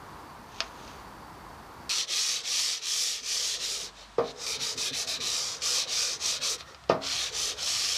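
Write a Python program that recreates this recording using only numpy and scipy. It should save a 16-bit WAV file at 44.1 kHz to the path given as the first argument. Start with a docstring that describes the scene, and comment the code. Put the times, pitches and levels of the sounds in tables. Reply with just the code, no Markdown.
"""A sanding block rasps to and fro over hardened filler on a car's wheel arch: abrasive noise follows its speed,
while the steel wing hums in two resonances; twice the block knocks the panel and excites its modes.
An outdoor scene comes first, where a tool scrapes lightly (filtered grains of noise) over a distant rush and a
faint high whistle of microphone hiss; it cuts abruptly to sanding already under way, over faint air, a low drone
and a rumble (shaped noise and tones). Crumbs of filler snap as sharp pulses with a ringing lip and echoes."""
import sys
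import numpy as np
from scipy import signal
from scipy.fft import rfft, irfft, next_fast_len
from scipy.io import wavfile
from scipy.ndimage import uniform_filter1d, map_coordinates

SR = 44100
rng = np.random.default_rng(int(sys.argv[2]) if len(sys.argv) > 2 else 0)


def digitize_waveform(pressure):
    """Quantize a signal to 16-bit integers and store it at the path in sys.argv[1].

    Rows of a 2-D input are taken as channels; values are limited to [-1, 1].
    """
    field = np.atleast_2d(pressure).T
    bounded = np.clip(field, -1, 1)
    quanta = np.round(bounded * 32767).astype(np.int16)
    wavfile.write(sys.argv[1], SR, quanta)


N = 351477

# Strokes of the block: start t/s, length t/s, speeding up t/s, slowing down t/s, rasp level/dB,
# pressure gained along the stroke level/dB, coarse share at mid-stroke level/dB, dust fizz level/dB,
# relative hum level/dB, mean hum f/Hz
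STROKES = [ (1.780, .287, .030, .042, -29.6, -1, -4.5, -2, -58, 480),
           (2.062, 0.38, 0.06, 0.063, -29, -4, -5.5, 0.5, -57, 481),
           (2.416, 0.4, 0.085, 0.061, -28.5, -6, -5.5, -.5, -60, 470),
           (2.797, 0.45, 0.061, 0.097, -30, 0, -6.5, 4.5, -57.5, 452),
           (3.211, 0.39, .056, 0.047, -30.5, -2, -7, .5, -56, 467),
           (3.570, 0.34, 0.046, 0.061, -34, -7, -6.5, 6, -51.5, 471),
           (3.95, 0.12, 0.13, 0.11, -30, 0, -2, 9, -66, 450),
           (4.204, 0.13, 0.11, .026, -39, 3, 0.5, 0, -48, 453),
           (4.346, 0.25, 0.089, .050, -33.5, 9, -5.5, 8.5, -48, 448),
           (4.582, 0.18, 0.035, 0.025, -32.5, -6, -5.5, 2.5, -49, 448),
           (4.754, 0.17, 0.025, 0.036, -32, 3, -5, 6, -46, 448),
           (4.908, 0.16, .030, 0.042, -31.5, 6.5, -4.5, 5.5, -52.5, 450),
           (5.054, 0.15, 0.029, 0.042, -31.5, -8, -3.5, 4, -54, 454),
           (5.187, 0.43, .035, 0.12, -30.5, 1.5, -8, -1, -50.5, 487.3),
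           (5.599, 0.27, 0.038, .050, -28, 0.5, -7, -1, -47.5, 468),
           (5.856, 0.336, 0.075, 0.067, -28.5, -6.5, -7, -3, -51, 492),
           (6.186, 0.22, .056, 0.039, -28.5, -7.5, -6.5, -2, -50.5, 498.5),
           (6.396, 0.18, .038, 0.029, -29.5, -5, -5.5, 0, -46.5, 486),
           (6.571, 0.074, .012, 0.019, -47, -3, -1, 15, -61, 480),
           (6.633, .135, .070, 0.067, -48, -6, -3.5, 0, -60, 479),
           (7.003, 0.32, 0.052, 0.054, -31, 2.5, -3, -3, -54.5, 498),
           (7.3, 0.27, 0.078, 0.076, -28, -2, -5.5, 2, -48, 466),
           (7.548, 0.53, 0.086, 0.042, -30, -1, -5.5, 0.5, -55.5, 485), ]
# How the block is held: t/s, tilt [0 flat along the arch .. 1 upright on its edge], push on the wing level/dB
GRIP = [(1.9, 0.1, 0.5), (3.0, 0, -4), (3.7, 0, -2.5), (4.3, 0.72, 0), (5.2, 0.81, 4), (5.5, 0.5, 0.5),
        (6.55, 0.7, 3.5), (6.9, 0, 6), (7.95, 0.033, 1.5)]
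# The paper breaks free early in a stroke: t/s, level/dB
BITES = [(4.464, -38), (4.777, -39), (4.931, -38.5), (5.074, -39), (5.203, -36.5), (5.619, -37)]

# Spectra below: f/Hz, relative level/dB per Hz
# Grit ploughing under the flat block: f/Hz, level/dB
COARSE_FLAT = [(900, -33), (1600, -17), (1820, -10), (2050, -11), (2450, -3.5), (2750, -5), (3200, 0),
               (3900, -0.5), (4400, 0), (5200, -20), (8000, -46)]
# Grit ploughing under the upright, hollow-sounding block: f/Hz, level/dB
COARSE_UPRIGHT = [(1400, -26.5), (1800, -18.5), (2150, -8), (2520, -1.5), (2760, -11.5), (3100, -4),
                  (3450, -8.5), (3700, 4), (3920, 1.5), (4200, 1), (4700, -5), (5300, -12), (5950, -3.5),
                  (7000, -53)]
# Grit tips hissing: f/Hz, level/dB
FINE = [(2500, -57), (3800, -24), (4500, 1), (5500, 4.5), (6200, 2), (7000, -4), (8200, -9.5),
        (10000, -19.5), (15000, -32)]
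# Dust fizzing: f/Hz, level/dB
FIZZ = [(4000, -40), (7000, 4), (8500, -0.5), (10500, -3), (12500, -10), (15000, -16)]
# The rubbed steel wing: f/Hz, level/dB
WING = [(40, -15.5), (100, -10), (250, -10.5), (330, -5.5), (450, -7), (690, -0.5), (850, -4.5),
        (1080, -2.5), (1400, -1.5), (1560, -4.5), (1850, -1.5), (3200, -29.5)]

# Modes of the steel wing: f/Hz, t60 t/s, struck at the crown of the arch level/dB, struck at its side level/dB
PANEL_MODES = [(138.3, 0.36, -41, -48), (188, 0.25, -51, -40), (246, 0.35, -36, -47), (272, 0.59, -42, -33),
               (375, 0.17, -53, -28), (415, 0.51, -33.5, -42), (468, 0.24, -19, -26),
               (505, 0.16, -21.5, -25), (556, 0.11, -25, -33), (622, 0.35, -30, -25), (654, 0.29, -32, -23),
               (694, 0.4, -33, -32), (777, 0.35, -34.5, -32), (954, 0.17, -38, -32), (1080, 0.26, -35, -33),
               (1153, 0.13, -29, -25), (1219, 0.16, -32, -24.5), (1320, 0.29, -52, -39),
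               (1820, 0.15, -48, -31), (2480, 0.092, -48, -34)]
# The block hits the wing: t/s, thud level/dB, thud f/Hz, clatter level/dB, grit level/dB, place [0 crown, 1 side]
KNOCKS = [(4.1831, -19, 505, -28, -41.5, 0), (6.8976, -8, 557, -22.5, -34, 1)]
# Crowded modes of the struck wing: f/Hz, level/dB
CLATTER = [(35, -34), (70, -16), (130, 4), (300, -2.5), (550, 4), (800, -1.5), (1250, -3.5), (1600, -12.5),
           (2400, -17.5), (5000, -46)]
# The block reverses and nudges the wing: t/s, relative level/dB
TURNS = [(3.212, -52), (3.582, -45), (3.825, -48), (4.577, -42), (4.615, -40), (4.755, -35.5),
         (4.913, -35.5), (5.059, -43), (5.179, -40), (5.864, -46), (6.399, -43)]
# Bump of a nudge: f/Hz, level/dB
NUDGE = [(40, -18), (90, -2), (145, 7.5), (200, -18), (250, 8.5), (340, -15), (800, -46)]

# Crumbs of hard filler snap: t/s, level/dB
SNAPS = [(0.6047, -8), (0.878, -32), (4.47, -29), (6.608, -24.5), (6.747, -31.5), (6.839, -38),
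         (6.893, -26), (6.896, -21), (7.02, -31)]
# Spectrum of a crack: f/Hz, level/dB
CRACK = [(100, -26), (600, -5), (1200, 2.5), (1900, -4), (2700, 3.5), (3400, 2), (4000, 3.5), (5200, 2.5),
         (6200, -5.5), (7500, -19), (10000, -27), (15000, -52)]
# The lip of the arch rings after a snap: f/Hz, level/dB relative to the crack, t60 t/s
LIP_MODES = [(670, -23.5, 0.12), (1220, -38, .12), (2640, -32, .08), (3040, -41, .06), (3850, -35, .04),
             (4500, -21.5, 0.027), (4910, -20, 0.036)]
# Echo of the wheel well: f/Hz, t60 t/s
ARCH_ECHO = [(200, 0.19), (1000, 0.36), (3000, 0.11), (6000, 0.097), (12000, 0.029)]

# Light slides of a tool over the filler: height t/s, level/dB, swell t/s, fade t/s
SLIDES = [(.6, -49.5, 0.058, 0.054), (.86, -53, 0.093, 0.096)]
# Spectrum of the sliding tool: f/Hz, level/dB
SLIDING = [(1200, -14), (2500, 0), (4000, -0.5), (5400, -5), (6400, 0), (7300, -13), (10000, -22),
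           (15000, -35)]
# Distant rush of the outdoor scene: f/Hz, level/dB
YARD = [(20, -37), (45, 3), (130, -3), (300, -3.5), (600, -7.5), (980, 0), (1400, -7.5), (2000, -14.5),
        (3000, -21.5), (4700, -21), (7500, -28), (14000, -32)]
# Faint air during the sanding: f/Hz, level/dB
QUIET = [(20, -26), (55, -7), (120, -1.5), (250, -3), (500, -9), (1000, 1), (2000, -9), (4000, -9),
         (8000, -18), (14000, -39)]
# A far-off low drone swells: height t/s, level/dB, swell t/s, fade t/s
DRONES = [(4.1, -60, .62, 0.25), (7.4, -60, 0.13, 0.18)]
# Course of the distant rumble: t/s, level/dB
RUMBLING = [(1.9, -73), (3.1, -70), (4.1, -75), (4.55, -60), (6.1, -63), (7.2, -57), (7.97, -58)]
# Spectrum of the rumble: f/Hz, level/dB
RUMBLE = [(25, -27), (50, -10), (65, 10.5), (95, 3), (135, 2), (190, -9), (400, -38)]

START_S = 1.893  # the cut to the sanding
TOP_HZ = 15150  # upper band limit
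SPEED_POWER, HUM_POWER = 1.635, 0.22  # rasp and hum amplitude grow as these powers of the block's speed
CREEP_DB = -30.5  # rasp left as the block turns round, against full speed
RESTING_DB = -72  # the paper stirs faintly while the block rests
TURN_COARSE_DB = -1  # coarse share at the ends of a stroke
COARSE_CURVE = 0.65  # power of the arc along which the coarse share rises and falls
OVERHANG_DB = 5.5  # upright, the coarse share grows by this much on each push and falls again on each pull
STICK_S, STICK_DB = 0.022, -4  # before the paper breaks free it sticks: duration, and sinking of the rasp


def amp(db):
    """Logarithmic level law: decibels to amplitude gain."""
    return 10 ** (np.asarray(db) / 20)


def unit(x):
    """Energy normalisation: scale to rms 1."""
    return x / np.sqrt(np.mean(x ** 2) + 1e-20)


def along(points, hz):
    """Logarithmic interpolation: read (f/Hz, value) points on a log frequency axis."""
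    f, value = np.transpose(points)
    return np.interp(np.log(hz + 1), np.log(f + 1), value)


def curves(rows):
    """Linear interpolation: one value per sample for each column after the time."""
    s, *columns = np.transpose(rows)
    return [np.interp(np.arange(N) / SR, s, column) for column in columns]


def wobble(rate):
    """Slow random modulation: a smooth curve through rate random knots a second."""
    knots = rng.standard_normal(int(N * rate / SR) + 4)
    return map_coordinates(knots, [np.arange(N) * rate / SR])


def filtered(x, response):
    """Linear filtering: multiply the spectrum of x by a response of frequency."""
    n = x.shape[-1]
    padded = next_fast_len(n + SR // 4)
    spectrum = rfft(x, padded) * response(np.fft.rfftfreq(padded, 1 / SR))
    return irfft(spectrum, padded)[..., :n]


def coloured(x, spectrum):
    """Spectral shaping: give x the colour of a spectrum, at rms 1."""
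    return unit(filtered(x, lambda hz: amp(along(spectrum, hz))))


def noise(spectrum, size=N):
    """Random excitation: coloured Gaussian noise of rms 1."""
    return coloured(rng.standard_normal(size), spectrum)


def grit(spectrum, per_s, spread_db):
    """Brittle fracture: countless tiny impulses of uneven size at random times, rms 1."""
    hit = rng.random(N) < per_s / SR
    size = amp(abs(spread_db) * (2 * rng.random(N) - 1))
    return coloured(hit * size * rng.standard_normal(N), spectrum)


def pulse(spectrum, size=2048):
    """Minimum phase: the sharpest causal pulse with this spectrum, peak 1."""
    hz = np.fft.rfftfreq(size, 1 / SR)
    cepstrum = irfft(np.log(amp(along(spectrum, hz))))
    # folding the cepstrum onto positive times makes the pulse causal
    cepstrum[1:size // 2] *= 2
    cepstrum[size // 2 + 1:] = 0
    p = irfft(np.exp(rfft(cepstrum)))
    return p / np.abs(p).max()


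def fade(t, t60, attack):
    """Damped response: a quick rise and an exponential decay by 60 dB in t60."""
    return np.exp(-np.log(1000) * t / t60) * (1 - np.exp(-t / attack))


def swells(rows):
    """Asymmetric Gaussian envelopes: summed gain of swells, each with its own rise and fall."""
    t = np.arange(N) / SR
    gain = np.zeros(N)
    for s, db, rise, fall in rows:
        width = np.where(t < s, rise, fall)
        gain += amp(db) * np.exp(-((t - s) / width) ** 2 / 2)
    return gain


def resonance(centre_hz, width_hz):
    """Randomly driven resonance: narrow-band noise of rms 1 about a centre that may move."""
    shake = rng.standard_normal(N) + 1j * rng.standard_normal(N)
    lowpass = signal.butter(2, width_hz / 2, fs=SR, output="sos")
    phase = 2 * np.pi * np.cumsum(centre_hz * np.ones(N)) / SR
    return unit(np.real(signal.sosfilt(lowpass, shake) * np.exp(1j * phase)))


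def patchy(x, depth_db):
    """Interference: reflections off the moving hand and block lift and sink narrow bands."""
    z = signal.stft(x, nperseg=1024)[2]
    field = uniform_filter1d(rng.standard_normal(z.shape), size=4, axis=0)  # smoothed over frequency
    field = uniform_filter1d(field, size=12, axis=1)  # smoothed over time
    return unit(signal.istft(z * amp(depth_db * unit(field)), nperseg=1024)[1][:N])


def add(track, s, sound):
    """Superposition: mix a sound into the track at time s."""
    part = track[round(s * SR):][:len(sound)]
    part += sound[:len(part)]


def motion():
    """Kinematics of rubbing: each stroke speeds up, runs evenly and slows to the turn.
    Gives rasp dB, coarse share dB, fizz dB, hum gain and hum Hz for every sample."""
    rasp_power, coarse_db, travel, hum = np.zeros((4, N))
    for k, (s, length, rise, fall, db, lean_db, mid_coarse_db, _, hum_db, _) in enumerate(STROKES):
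        t = np.arange(int(length * SR)) / SR
        done = t / length
        speed = np.tanh(t / rise) * np.tanh((length - t) / fall)
        moving = amp(db + lean_db * (done - 0.5)) * speed ** SPEED_POWER
        add(rasp_power, s, (moving + amp(db + CREEP_DB)) ** 2)
        add(coarse_db, s, (mid_coarse_db - TURN_COARSE_DB) * np.sin(np.pi * done) ** COARSE_CURVE)
        add(travel, s, (-1) ** (k + 1) * np.cos(np.pi * done) / 2)  # pushes and pulls alternate
        add(hum, s, amp(hum_db) * speed ** HUM_POWER)
    upright = curves(GRIP)[0]
    coarse_db += TURN_COARSE_DB + OVERHANG_DB * upright * np.clip(travel, -0.5, 0.5)
    middles = [(s + length / 2, fizz, hz) for s, length, *_, fizz, _, hz in STROKES]
    fizz_db, hum_hz = curves(middles)
    rasp_db = 10 * np.log10(rasp_power + amp(RESTING_DB) ** 2)
    return rasp_db, coarse_db, fizz_db, hum, hum_hz


def paper_release():
    """Stick-slip: the paper holds back, then breaks free; gives sticking 0..1 and the burst's gain."""
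    stuck, bite, t = np.zeros(N), np.zeros(N), np.arange(SR // 4) / SR
    for s, db in BITES:
        add(stuck, s - STICK_S, np.linspace(0, 1, int(STICK_S * SR)))
        add(bite, s, amp(db) * fade(t, t60=0.06, attack=0.001))
    return stuck, bite


def sanding(rasp_db, coarse_db, stroke_fizz_db, full_db=-29, fizz_db=-13.0, fizz_growth=0.9,
            wing_db=-48.5, wing_growth=0.33, chatter_db=0.5, unsteady_db=0.5):
    """Abrasive friction: grit ploughs and hisses, dust fizzes more in loud strokes, and the pushed wing shakes."""
    upright, push_db = curves(GRIP)
    loudness_db = rasp_db - full_db
    coarse_share = np.clip(amp(coarse_db) ** 2, 0.02, 0.85)  # share of power
    # the paper catches and lets go under an unsteady hand
    chatter = chatter_db * (wobble(170) + wobble(45) / 2)
    catch = amp(chatter + unsteady_db * wobble(22))
    stuck, bite = paper_release()

    flat_grit = np.sqrt(1 - upright) * grit(COARSE_FLAT, per_s=9000, spread_db=0.0)
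    upright_grit = np.sqrt(upright) * grit(COARSE_UPRIGHT, per_s=9000, spread_db=2.0)
    coarse = patchy(flat_grit + upright_grit, depth_db=2.0)
    fine = patchy(grit(FINE, per_s=16000, spread_db=3.0), depth_db=1.9)
    fizz_gain = amp(fizz_db + stroke_fizz_db + fizz_growth * loudness_db)
    fizz = fizz_gain * patchy(grit(FIZZ, per_s=16000, spread_db=0.5), depth_db=0.5)

    ploughing = amp(1.4) * np.sqrt(coarse_share) * coarse
    hissing = amp(0.55) * np.sqrt(1 - coarse_share) * fine
    rasp = amp(rasp_db) * (ploughing + hissing + fizz)
    wing_gain = amp(wing_db + push_db + wing_growth * loudness_db)
    wing = wing_gain * patchy(noise(WING), depth_db=3.5)
    return catch * amp(STICK_DB * stuck) * (rasp + wing) + bite * (coarse + 0.45 * fine)


def humming(gain, centre_hz, rasp_db, main_db=-2.0, second_db=-24.0, waver_db=2.5):
    """Forced resonance: the rubbed wing sings softly in two bands; the lower drifts in pitch from stroke to
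    stroke and wavers."""
    push_db = curves(GRIP)[1]
    main_hz = centre_hz * (1 + 0.035 * wobble(11))
    main = amp(main_db + waver_db * wobble(14)) * gain * resonance(main_hz, width_hz=102)
    second_hz = 1215 + 22 * wobble(8)
    second = amp(rasp_db + push_db + second_db) * resonance(second_hz, width_hz=117)
    return main + second


def knocks(grit_t60=0.18, clatter_t60=0.29, dent_s=0.00093):
    """Modal excitation: one thud dents the wing, and the place struck sets the strength of each mode."""
    out, t = np.zeros(N), np.arange(SR * 3 // 4) / SR
    dent = (t / (2 * dent_s)) ** 2 * np.exp(2 - t / dent_s)  # the padded contact swells and lets go, peak 1

    def swing(hz):
        """Harmonic oscillation: a sine whose starting phase varies slightly."""
        return np.sin(2 * np.pi * (hz * t + 0.08 * rng.standard_normal()))

    for s, thud_db, thud_hz, clatter_db, grit_db, place in KNOCKS:
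        thud = amp(thud_db) * dent * swing(thud_hz)
        ring = np.zeros(len(t))
        for hz, t60, *place_dbs in PANEL_MODES:
            ring += amp(place_dbs[round(place)]) * fade(t, t60, attack=0.0021) * swing(hz)
        clatter = amp(clatter_db) * fade(t, clatter_t60, attack=0.00091) * noise(CLATTER, size=len(t))
        add(out, s, thud + ring + clatter)
        scrape = amp(grit_db) * fade(t, grit_t60, attack=0.0005) * noise(CRACK, size=len(t))
        add(out, s - 0.002, scrape)  # the paper touches first
    return out


def turns(level_db=1):
    """Momentum transfer: a soft bump as the block changes direction."""
    out, t = np.zeros(N), np.arange(SR // 4) / SR
    for s, db in TURNS:
        bump = fade(t, t60=0.14, attack=0.017) * noise(NUDGE, size=len(t))
        add(out, s - 0.008, amp(db + level_db) * bump)  # begins early because it swells slowly
    return out


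def wheel_well(t):
    """Reverberation: random reflections that decay at a rate set by frequency, energy 1."""
    hz, when, z = signal.stft(rng.standard_normal(len(t)), SR, nperseg=256)
    decay = np.exp(-np.log(1000) * when / along(ARCH_ECHO, hz)[:, None])
    tail = signal.istft(z * decay, SR, nperseg=256)[1][:len(t)]
    return tail / np.linalg.norm(tail)


def snaps(early_db=-4, echo_db=-6, early_t60=0.02):
    """Impulse response: a sharp crack rings the lip, scatters off nearby steel and echoes in the wheel well."""
    out, t = np.zeros(N), np.arange(SR // 4) / SR
    ring = np.zeros(len(t))
    for hz, db, t60 in LIP_MODES:
        ring += amp(db) * fade(t, t60, attack=0.00046) * np.sin(2 * np.pi * hz * t)
    for s, db in SNAPS:
        direct = t == 0
        early = rng.standard_normal(len(t)) * fade(t, early_t60, attack=0.00037)
        early = early / np.linalg.norm(early)
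        paths = direct + amp(early_db) * early + amp(echo_db) * wheel_well(t)
        crack = signal.fftconvolve(paths, pulse(CRACK))[:len(t)]
        add(out, s, amp(db) * (crack + ring))
    return out


def tool_slides():
    """Sliding friction: a tool's light scrapes swell and fade as grains of noise."""
    return swells(SLIDES) * grit(SLIDING, per_s=5000, spread_db=0.5)


def outdoor_rush(rush_db=-46):
    """Broadband noise: a distant outdoor rush whose level wavers slightly."""
    return amp(rush_db + 0.5 * wobble(4.1)) * noise(YARD)


def microphone_hiss(whistle_db=-70):
    """Narrow-band noise: a resonance of the microphone's hiss gives a faint high whistle."""
    return amp(whistle_db) * resonance(4560, width_hz=28)


def quiet(air_db=-54.0, drone_hz=50.5):
    """Noise and frequency modulation: faint air, a wavering low drone and a distant rumble."""
    air = amp(air_db + 2.9 * wobble(3.02)) * noise(QUIET)
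    phase = 2 * np.pi * np.cumsum(drone_hz + 0.85 * wobble(2.95)) / SR
    drone = swells(DRONES) * np.sqrt(2) * np.sin(phase)
    rumble_db, = curves(RUMBLING)
    return air + drone + amp(rumble_db) * noise(RUMBLE)


def scene():
    """Superposition: an abrupt cut from the outdoor scene to sanding already under way; identical channels."""
    working = np.clip((np.arange(N) / SR - START_S) / 0.0012, 0, 1)
    rasp_db, coarse_db, fizz_db, hum, hum_hz = motion()
    work = sanding(rasp_db, coarse_db, fizz_db) + humming(hum, hum_hz, rasp_db) + quiet()
    outdoors = tool_slides() + outdoor_rush() + microphone_hiss()
    sound = working * work + (1 - working) * outdoors + knocks() + turns() + snaps()
    return np.array([sound, sound])


def record(dry):
    """Band limitation: nothing at or above the upper limit passes."""
    return filtered(dry, lambda hz: hz < TOP_HZ)


dry = scene()
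out = record(dry)
digitize_waveform(out)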